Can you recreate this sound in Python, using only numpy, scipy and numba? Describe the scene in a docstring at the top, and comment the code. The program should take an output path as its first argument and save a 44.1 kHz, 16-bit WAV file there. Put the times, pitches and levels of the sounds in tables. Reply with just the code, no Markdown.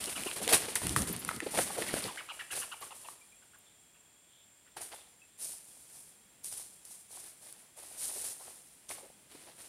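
"""Insects sing in a palm grove as a wild rooster flutters up past a low microphone: quills snap, wings thud and
fan the air, and a small bird lets out thin squeaks. About two seconds in he lands, scuffles in dry, crackling
leaves and gives a run of short clucks, rough pulses that ring in his throat. As the clucks die away, a far bird
pips and an insect trills. Later he shifts about in the leaves, a soft rumble swells twice in the distance, and
the insects slowly ease off."""
import sys
import numpy as np
from scipy import signal
from scipy.fft import rfft, irfft
from scipy.io import wavfile
from scipy.ndimage import uniform_filter1d
from numba import njit

SR = 44100
rng = np.random.default_rng(int(sys.argv[2]) if len(sys.argv) > 2 else 0)


def dump(signal):
    """Clip the signal to [-1, 1] and save it as 16-bit WAV at the path in sys.argv[1]."""
    limited = np.clip(np.atleast_2d(signal).T, -1, 1)
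    pcm = np.round(limited * 32767).astype(np.int16)
    wavfile.write(sys.argv[1], SR, pcm)


N = 426888
T = np.arange(N) / SR

# How strong each frequency is in the grove's air, dry leaves and feathers: frequency_hz, relative_db
AIR_TONE = [(20, -25), (45, -2), (85, -1), (190, 0), (400, -4), (700, -4), (1300, -7.5), (2500, -5.5),
            (4400, -10.5), (6300, -12.5), (8000, -6.5), (9500, -5.5), (11500, -12.5), (15500, -15.5)]
LEAF_TONE = [(200, -22.5), (1500, -30), (3000, -19), (5000, -12), (7000, -9), (8400, -4), (9500, 2),
             (10300, -2.5), (11300, -8.5), (13000, -13), (14600, -16.5), (15800, -42)]
FEATHER_TONE = [(40, -20.5), (90, -6), (190, -13), (350, -1.5), (750, -3.5), (1200, -7.5), (1900, -5.5),
                (2700, -6.5), (4500, -8), (8000, -23), (15000, -46)]
# Swells of a soft, far rumble: peak_s, level_db
FAR_RUMBLES = [(6.3, -74), (9.3, -72.5)]
# Insects that sing all the time: pitch_hz, width_hz, level_db (before the chorus boost and fade)
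INSECT_BANDS = [(2470, 460, -86), (3320, 170, -77.5), (7240, 380, -71), (7540, 130, -69.5), (8230, 78, -79),
                (8600, 120, -78), (8700, 200, -75.5)]
# One insect's short trills: peak_s, level_db
INSECT_TRILLS = [(3.7, -72), (4.37, -66.5), (4.72, -78), (5.0, -66.5), (5.34, -78)]
# A far bird's notes: start_s, pitch_hz, level_db
BIRD_PIPS = [(3.212, 2380, -58.5), (3.321, 2430, -59.5), (5.217, 2613, -56)]
# Thin, high squeaks: start_s, fade_s, level_db
HIGH_SQUEAKS = [(1.126, 0.0087, -33), (1.19, 0.025, -43.5), (1.277, .008, -42), (2.802, .015, -49),
                (3.583, 0.009, -56)]
# Feet and body shuffling in dry leaves: start_s, attack_s, hold_s, leaf_db, feather_db
LEAF_SHUFFLES = [(2.07, 0.022, 0.075, -54.5, -57), (2.31, 0.021, 0.092, -54.5, -63),
                 (2.504, .016, .015, -41.5, -49), (2.535, 0.031, 0.021, -38.5, -49),
                 (2.805, 0.017, .015, -49.5, -52), (2.92, 0.042, 0.14, -53, -63.5),
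                 (4.761, 0.0091, .01, -50.5, -51.5), (4.803, 0.014, .005, -45, -57.5),
                 (4.895, 0.037, 0.011, -52.5, -55), (5.37, 0.054, 0.023, -40, -59.5),
                 (5.47, 0.027, 0.034, -47, -63), (5.6, .1, 0.39, -58.5, -73), (5.92, 0.03, .01, -53.5, -71),
                 (6.428, 0.026, .008, -41.5, -62.5), (6.505, 0.022, 0.065, -44.5, -59),
                 (6.846, 0.0071, 0.037, -55, -72), (6.895, .028, 0.0036, -48.5, -65),
                 (7.08, 0.05, 0.14, -50.5, -62), (7.4, 0.036, 0.06, -53.5, -62.5),
                 (7.56, 0.036, .01, -58, -68), (7.75, 0.036, 0.3, -51, -61),
                 (7.955, 0.083, 0.053, -39, -55.5), (8.11, .06, 0.059, -43, -56.5),
                 (8.235, .012, 0.017, -38, -53.5), (8.33, 0.15, 0.036, -54.5, -62),
                 (8.878, 0.023, 0.017, -44, -52), (9.28, 0.045, 0.18, -58.5, -61),
                 (9.53, 0.094, 0.037, -54, -59.5)]
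# Wings sweeping through air and leaves: start_s, hold_s, leaf_db, feather_db, air_db
WING_SWEEPS = [(0, 0.07, -42.5, -47, -54), (0.087, 0.039, -42, -47, -59), (0.155, 0.064, -43.5, -46.5, -53),
               (0.244, 0.084, -43.5, -50, -58.5), (.357, 0.006, -40, -41, -50),
               (0.412, 0.038, -40.5, -43.5, -46.5), (.485, 0.023, -31.5, -34.5, -49),
               (0.525, 0.0044, -21, -27, -44), (.595, 0.13, -54, -46.5, -55),
               (0.751, 0.0086, -34.5, -40.5, -51), (0.814, 0.11, -42, -46, -46),
               (0.959, 0.021, -33, -40.5, -42), (1.008, 0.022, -46, -48, -41),
               (1.068, 0.012, -37.5, -44.5, -57), (1.128, 0.028, -52, -47, -48),
               (1.198, 0.061, -55, -52.5, -58), (1.274, 0.07, -48, -51, -55),
               (1.43, 0.14, -50.5, -53.5, -59), (1.504, .025, -44, -51, -58),
               (1.543, 0.019, -39, -41.5, -50), (1.57, 0.045, -34.5, -41, -45),
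               (1.652, 0.096, -43.5, -48, -55), (1.775, 0.062, -41.5, -45, -49),
               (1.861, 0.048, -43, -43.5, -49.5), (1.927, .055, -39.5, -44.5, -47),
               (2.017, 0.042, -42.5, -44, -48)]
# Wings and feet beating air and ground: peak_s, level_db, pitch_hz, length_s (roughly)
AIR_THUDS = [(0.08, -42, 420, 0.0094), (0.265, -34.5, 368, 0.0063), (0.42, -40, 467, 0.024),
             (0.478, -33, 506, 0.0067), (0.525, -29, 560, 0.015), (0.685, -37.5, 392, 0.0075),
             (0.819, -40, 755, 0.0055), (1.099, -37, 340, 0.0084), (1.314, -36, 1030, 0.006),
             (1.429, -37, 318, 0.016), (1.469, -31.5, 437, 0.01), (1.547, -38.5, 610, 0.017),
             (1.586, -26.5, 550, 0.015), (1.706, -38, 800, 0.011), (1.784, -31.5, 530, 0.025),
             (1.82, -37, 367, 0.017), (1.941, -28.5, 370, 0.0022), (1.97, -37.5, 630, 0.0074),
             (2.057, -40, 395, 0.02), (4.769, -44.5, 870, 0.0041), (4.813, -50, 715, 0.0088),
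             (4.94, -48.5, 770, 0.011), (7.174, -54, 730, 0.007), (7.57, -67, 700, 0.007),
             (7.782, -57, 670, 0.021), (7.916, -56, 566, 0.0051), (8.168, -48.5, 480, 0.018),
             (8.414, -53.5, 770, 0.025), (8.481, -51, 560, 0.0049), (8.917, -46, 780, 0.0054),
             (8.984, -51.5, 700, 0.011), (9.041, -52.5, 502, 0.038), (9.102, -56, 513, 0.0048),
             (9.354, -50.5, 364, 0.0069), (9.488, -57.5, 665, 0.022)]
# Quills clacking and twigs snapping: start_s, knock_db, knock_hz, crack_db
SHAFT_SNAPS = [(0.041, -30, 3770, -23), (0.058, -31, 3960, -24), (0.2357, -28, 2750, -24.5),
               (0.3133, -25.5, 2200, -32), (0.478, -18.5, 3000, -15.5), (0.5263, -19.5, 3150, -15),
               (0.535, -20, 1980, -13), (0.5466, -23, 2830, -29), (0.7552, -41, 2630, -14),
               (0.758, -21, 1870, -22), (0.8688, -24.5, 2420, -15.5), (0.894, -29, 3730, -20.5),
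               (0.9629, -13.5, 1200, -16.5), (1.0204, -38, 3000, -22), (1.164, -43, 3230, -24),
               (1.249, -35.5, 1530, -22), (1.29, -19.5, 1510, -27), (1.363, -50, 3000, -28.5),
               (1.4033, -22.5, 1790, -28), (1.575, -24, 1980, -27), (1.589, -19.5, 1670, -30),
               (1.8218, -25, 1730, -26), (1.94, -26.5, 1380, -26), (2.0405, -25.5, 3780, -50),
               (3.0861, -34, 1130, -50), (4.7699, -37, 1070, -36), (4.8179, -59, 1270, -28),
               (6.445, -75, 4430, -27), (6.5272, -34.5, 4870, -38), (6.852, -66, 4210, -34),
               (7.526, -66, 3210, -31.5), (8.244, -52, 3300, -30), (8.892, -33, 5300, -35),
               (8.911, -33, 2000, -35)]
# Clucks: start_s, length_s, throat_hz (beak wide open), level_db (before the cluck's rise and fall),
# upper_db (the higher ring compared with the lower one)
ROOSTER_CLUCKS = [(0.066, 0.037, 1370, -44, 4), (0.152, 0.034, 1530, -38, 6.5),
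                  (0.266, 0.031, 1310, -38.5, 3), (1.875, 0.031, 2220, -41, -10),
                  (1.965, 0.026, 2100, -43, -3), (2.073, 0.045, 1160, -42.5, -9),
                  (2.174, 0.041, 2250, -39.5, -4), (2.286, 0.038, 1430, -39.5, 3),
                  (2.392, 0.034, 2080, -40, -3), (2.505, 0.036, 2000, -40.5, 2.5),
                  (2.614, 0.033, 1600, -42, 1), (2.715, 0.032, 1360, -41, -1.5),
                  (2.819, 0.027, 1180, -44, -22), (2.906, 0.028, 1180, -46.5, -4),
                  (3.044, 0.024, 1060, -48, -2), (3.42, .025, 1720, -64, -8),
                  (3.534, 0.032, 1770, -60, -15), (3.945, 0.033, 1700, -64.5, 5),
                  (4.663, 0.03, 1740, -64, -4)]


def undb(db):
    """Turn decibels into a number to multiply a sound by."""
    return 10 ** (np.asarray(db) / 20)


def unit(x):
    """Scale a signal so its average strength (rms) is 1."""
    return x / np.sqrt(np.mean(x ** 2))


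def add(out, start_s, x):
    """Mix a short sound in at the given time."""
    i = max(int(start_s * SR), 0)
    out[i:i + len(x)] += x[:max(N - i, 0)]


def colour(x, tone, size=4096):
    """Filter a sound to follow a tone table, at strength 1."""
    hz, db = np.transpose(tone)
    bins_hz = np.fft.rfftfreq(size, 1 / SR)
    log_gain = np.log(undb(np.interp(np.log(bins_hz + 1), np.log(hz), db)))
    cepstrum = irfft(log_gain)[:size // 2]  # one half only, so nothing rings ahead of a click
    cepstrum[1:] *= 2
    response = irfft(np.exp(rfft(cepstrum, size)))
    return unit(signal.fftconvolve(x, response)[:len(x)])


@njit
def band_pass(x, hz, width_hz):
    """Let through one band of frequencies, whose centre may move."""
    y, band, low = np.empty(len(x)), 0., 0.
    for i in range(len(x)):
        step, damping = np.tan(np.pi * hz[i] / SR), width_hz / hz[i]
        now = (band + step * (x[i] - low)) / (1 + step * (step + damping))
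        band, low, y[i] = 2 * now - band, low + 2 * step * now, damping * now
    return y


def ring(x, hz, width_hz):
    """Make a sound ring near one pitch by filtering it twice, each time width_hz wide."""
    centre = np.full(len(x), 1.) * hz
    return band_pass(band_pass(x, centre, float(width_hz)), centre, float(width_hz))


def noise_band(hz, width_hz):
    """Steady noise around one pitch, at strength 1."""
    return unit(ring(rng.standard_normal(N), hz, width_hz))


def wander(rate_hz):
    """A random curve of size about 1 that turns rate_hz times a second."""
    k = int(SR / rate_hz)
    steps = np.repeat(rng.standard_normal(N // k + 1), k)
    return unit(uniform_filter1d(steps, k)[:N])


def clicks(per_s, spread_db):
    """Tiny clicks at random times, a few larger than the rest."""
    size = undb(spread_db * np.minimum(rng.exponential(size=N), 5))
    return (rng.random(N) < per_s / SR) * size * rng.choice([-1, 1], N)


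def envelope(start_s, attack_s, hold_s, release_s):
    """A loudness curve that rises smoothly, holds, then dies away."""
    t = T - start_s
    rise = np.sin(np.pi / 2 * np.clip(t / attack_s, 0, 1)) ** 2
    return rise * np.exp(-np.maximum(t - attack_s - hold_s, 0) / release_s)


def movements(rows, release_s):
    """One loudness curve for each dB column; movements that overlap add in power."""
    power = 0
    for start_s, attack_s, hold_s, *levels_db in rows:
        shape = envelope(start_s, attack_s, hold_s, release_s)
        power = power + np.outer(undb(levels_db) ** 2, shape ** 2)
    return np.sqrt(power)


def swells(rows, swell_s):
    """A loudness curve with a smooth hump at each listed time."""
    return sum(undb(db) * np.exp(-((T - peak_s) / swell_s) ** 2) for peak_s, db in rows)


def grove_air(level_db=-65.5):
    """Still air hisses softly under the palms while a far rumble comes and goes."""
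    air = colour(rng.standard_normal(N), AIR_TONE) * undb(level_db + 0.53 * wander(3.2))
    rumble = noise_band(175, 320) * swells(FAR_RUMBLES, swell_s=1)
    return air + rumble


def insects(boost_db=3.5, fade_db_per_s=1.04):
    """A chorus sings in narrow bands and slowly fades; one insect adds short trills."""
    chorus = sum(noise_band(hz, width_hz) * undb(db + wander(6.4)) for hz, width_hz, db in INSECT_BANDS)
    trill = noise_band(3420 + 50 * wander(4.1), 600) * undb(2 * wander(45))
    return chorus * undb(boost_db - fade_db_per_s * T) + trill * swells(INSECT_TRILLS, swell_s=0.089)


def far_bird(attack_s=0.0011, fade_s=0.02, waver=0.012):
    """Thin, far notes start cleanly and fade among the trees."""
    out, t = np.zeros(N), T[:8192]
    shape = np.exp(-t / fade_s) * (1 - np.exp(-t / attack_s))
    for start_s, hz, db in BIRD_PIPS:
        pitch = hz * (1 + waver * wander(200)[:len(t)])
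        note = unit(np.sin(2 * np.pi * np.cumsum(pitch) / SR))
        add(out, start_s, undb(db) * note * shape)
    return out


def tree_echoes(x, die_away_s=0.58):
    """Trunks and fronds scatter the sound back as many tiny echoes."""
    t = T[:SR // 2]
    shape = np.exp(-np.log(1000) * t / die_away_s) * (1 - np.exp(-t / 0.0017))
    echoes = ring(rng.standard_normal(len(t)) * shape, 2340, 7200)
    return signal.fftconvolve(x, echoes / np.linalg.norm(echoes))[:N]


def squeaks(low_hz=10400, high_hz=13200, width_hz=350, low_db=-1):
    """Two narrow, very high tones sound together for an instant."""
    out, t = np.zeros(N), T[:4096]
    for start_s, fade_s, db in HIGH_SQUEAKS:
        noise = rng.standard_normal(len(t))
        tones = unit(ring(noise, high_hz, width_hz)) + undb(low_db) * unit(ring(noise, low_hz, width_hz))
        add(out, start_s, undb(db) * unit(tones) * np.exp(-(t / fade_s) ** 2))
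    return out


def settle(gain, tail_db=-12, fade_s=0.37):
    """Give a loudness curve a faint tail: disturbed leaves keep stirring for a while."""
    keep = np.exp(-2 / (fade_s * SR))
    tail_power = signal.lfilter([1 - keep], [1, -keep], gain ** 2)
    return np.sqrt(gain ** 2 + undb(tail_db) ** 2 * tail_power)


def rustle(leaf_gain, feather_gain):
    """Dry leaves crackle under the bird, now and then one ticks, and his feathers brush over them."""
    crackle = colour(clicks(per_s=7000, spread_db=2), LEAF_TONE) * undb(1.09 * wander(70))
    ticks = colour(clicks(per_s=45, spread_db=0.5), LEAF_TONE)
    swish = colour(clicks(per_s=2600, spread_db=2.5), FEATHER_TONE) * undb(1.44 * wander(60))
    return (crackle + undb(-19) * ticks) * leaf_gain * undb(.5) + swish * feather_gain * undb(-0.1)


def patter(gain, per_s, hz, width_hz, db):
    """Quills or feet make small random knocks, louder when the bird moves harder."""
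    return unit(ring(clicks(per_s, spread_db=1.5), hz, width_hz)) * gain * undb(db)


def wing_wind(air_gain, swirl_hz=218, overhead_hz=120.6):
    """Swirls from the wings hit the microphone over a low push of air; louder and deeper overhead."""
    overhead = envelope(start_s=.8, attack_s=0.037, hold_s=0.13, release_s=.22)
    swirls = noise_band(swirl_hz + (overhead_hz - swirl_hz) * overhead, width_hz=220)
    push = noise_band(hz=85, width_hz=75)
    gust_gain = overhead * undb(-41 + 4.5 * wander(30.1))
    return unit(swirls + undb(-9) * push) * np.hypot(air_gain, gust_gain)


def thuds(width_share=0.64, brush_db=-12, rise_share=0.56, fall_share=0.69):
    """Each stroke pushes a short, hollow puff of air, with feathers brushing in it."""
    out, t = np.zeros(N), T[:4096] - T[2048]  # t is 0 at the peak
    for peak_s, db, hz, length_s in AIR_THUDS:
        swell = np.exp(-abs(t / length_s / np.where(t < 0, rise_share, fall_share)) ** 1.9)
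        air, brush = rng.standard_normal((2, len(t)))
        hollow = unit(ring(air, hz, hz * width_share))
        puff = (hollow + undb(brush_db) * colour(brush, FEATHER_TONE)) * swell
        loudest = np.sqrt(uniform_filter1d(puff ** 2, size=260).max())
        add(out, peak_s + t[0], undb(db) * puff / loudest)
    return out


def snaps(knock_s=0.0017, crack_s=0.00093, width_share=0.8, splinters=0.54):
    """A stiff quill or twig is struck or breaks: a bright crack and a short, hollow knock."""
    out, t = np.zeros(N), T[:1024]
    for start_s, knock_db, hz, crack_db in SHAFT_SNAPS:
        crack = colour(rng.standard_normal(len(t)) * np.exp(-t / crack_s), LEAF_TONE)
        push = rng.standard_normal(len(t)) * np.exp(-t / knock_s) * splinters
        push[0] += 2  # the blow itself
        knock = ring(push, hz, hz * width_share)
        add(out, start_s, undb(knock_db) * knock / abs(knock).max())
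        add(out, start_s, undb(crack_db) * crack / abs(crack).max())
    return out


def clucks(pitch_hz=420, rasp=1.5, shut_hz=450, husk_db=-6):
    """Rough pulses ring the throat at two pitches, which rise as the beak opens and drop as it shuts."""
    out, t = np.zeros(N), T[:3072]
    for start_s, length_s, throat_hz, db, upper_db in ROOSTER_CLUCKS:
        progress = t / length_s
        jitter, quiver = (unit(uniform_filter1d(row, 120)) for row in rng.standard_normal((2, len(t))))
        beak = np.interp(progress, [0, .2, .42, .62, 1], [.62, .88, 1, .86, 0.2])  # 1 is wide open
        beak += .04 * quiver
        cycles = np.cumsum(pitch_hz * (.6 + .4 * beak) * (1 + 0.3 * jitter)) / SR
        pulses = unit(np.diff(np.floor(cycles), prepend=0))  # one click per cycle
        noise_bursts = unit(rng.standard_normal(len(t)) * np.exp(-2 * (cycles % 1)))
        buzz = pulses + rasp * noise_bursts
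        throat = unit(ring(buzz, shut_hz + (throat_hz - shut_hz) * beak, width_hz=400))
        upper = unit(ring(buzz, 2920 * (0.711 + 0.28 * beak), width_hz=430))
        husk = unit(ring(buzz, 1780, width_hz=2300))
        voice = unit(throat + undb(upper_db) * upper + undb(husk_db) * husk)
        effort = np.interp(progress, [0, .12, .55, .85, 1.1], [0.48, 0.76, 0.73, 0.49, 0.047])
        add(out, start_s, undb(db) * effort * voice)
    return out


def scene():
    """Mix the grove, the rooster and his echoes into one channel."""
    wing_attack_s = 0.0071
    wingbeats = [(start_s, wing_attack_s, *rest) for start_s, *rest in WING_SWEEPS]
    wing_leaves, wing_feathers, air_gain = movements(wingbeats, release_s=0.029)
    foot_leaves, foot_feathers = movements(LEAF_SHUFFLES, release_s=0.063)
    leaf_gain = settle(np.hypot(wing_leaves, foot_leaves))
    feather_gain = settle(np.hypot(wing_feathers, foot_feathers))
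    leaves = rustle(leaf_gain, feather_gain)
    quills = patter(wing_feathers, per_s=21, hz=2980, width_hz=1600, db=-15)
    footfalls = patter(foot_feathers, per_s=14, hz=720, width_hz=530, db=-8.5)
    voice = clucks()
    blows = snaps() + thuds() + quills + footfalls
    echo = tree_echoes(undb(-13.5) * voice + undb(-14.5) * blows)
    foreground = voice + blows + echo + leaves + wing_wind(air_gain) + squeaks()
    background = far_bird() + grove_air() + insects()
    return (background + foreground)[None]


def record(dry):
    """Cut away the very highest treble, above 15700 Hz."""
    return signal.sosfilt(signal.ellip(8, .2, 70, 15700, fs=SR, output="sos"), dry)


dry = scene()
out = record(dry)
dump(out)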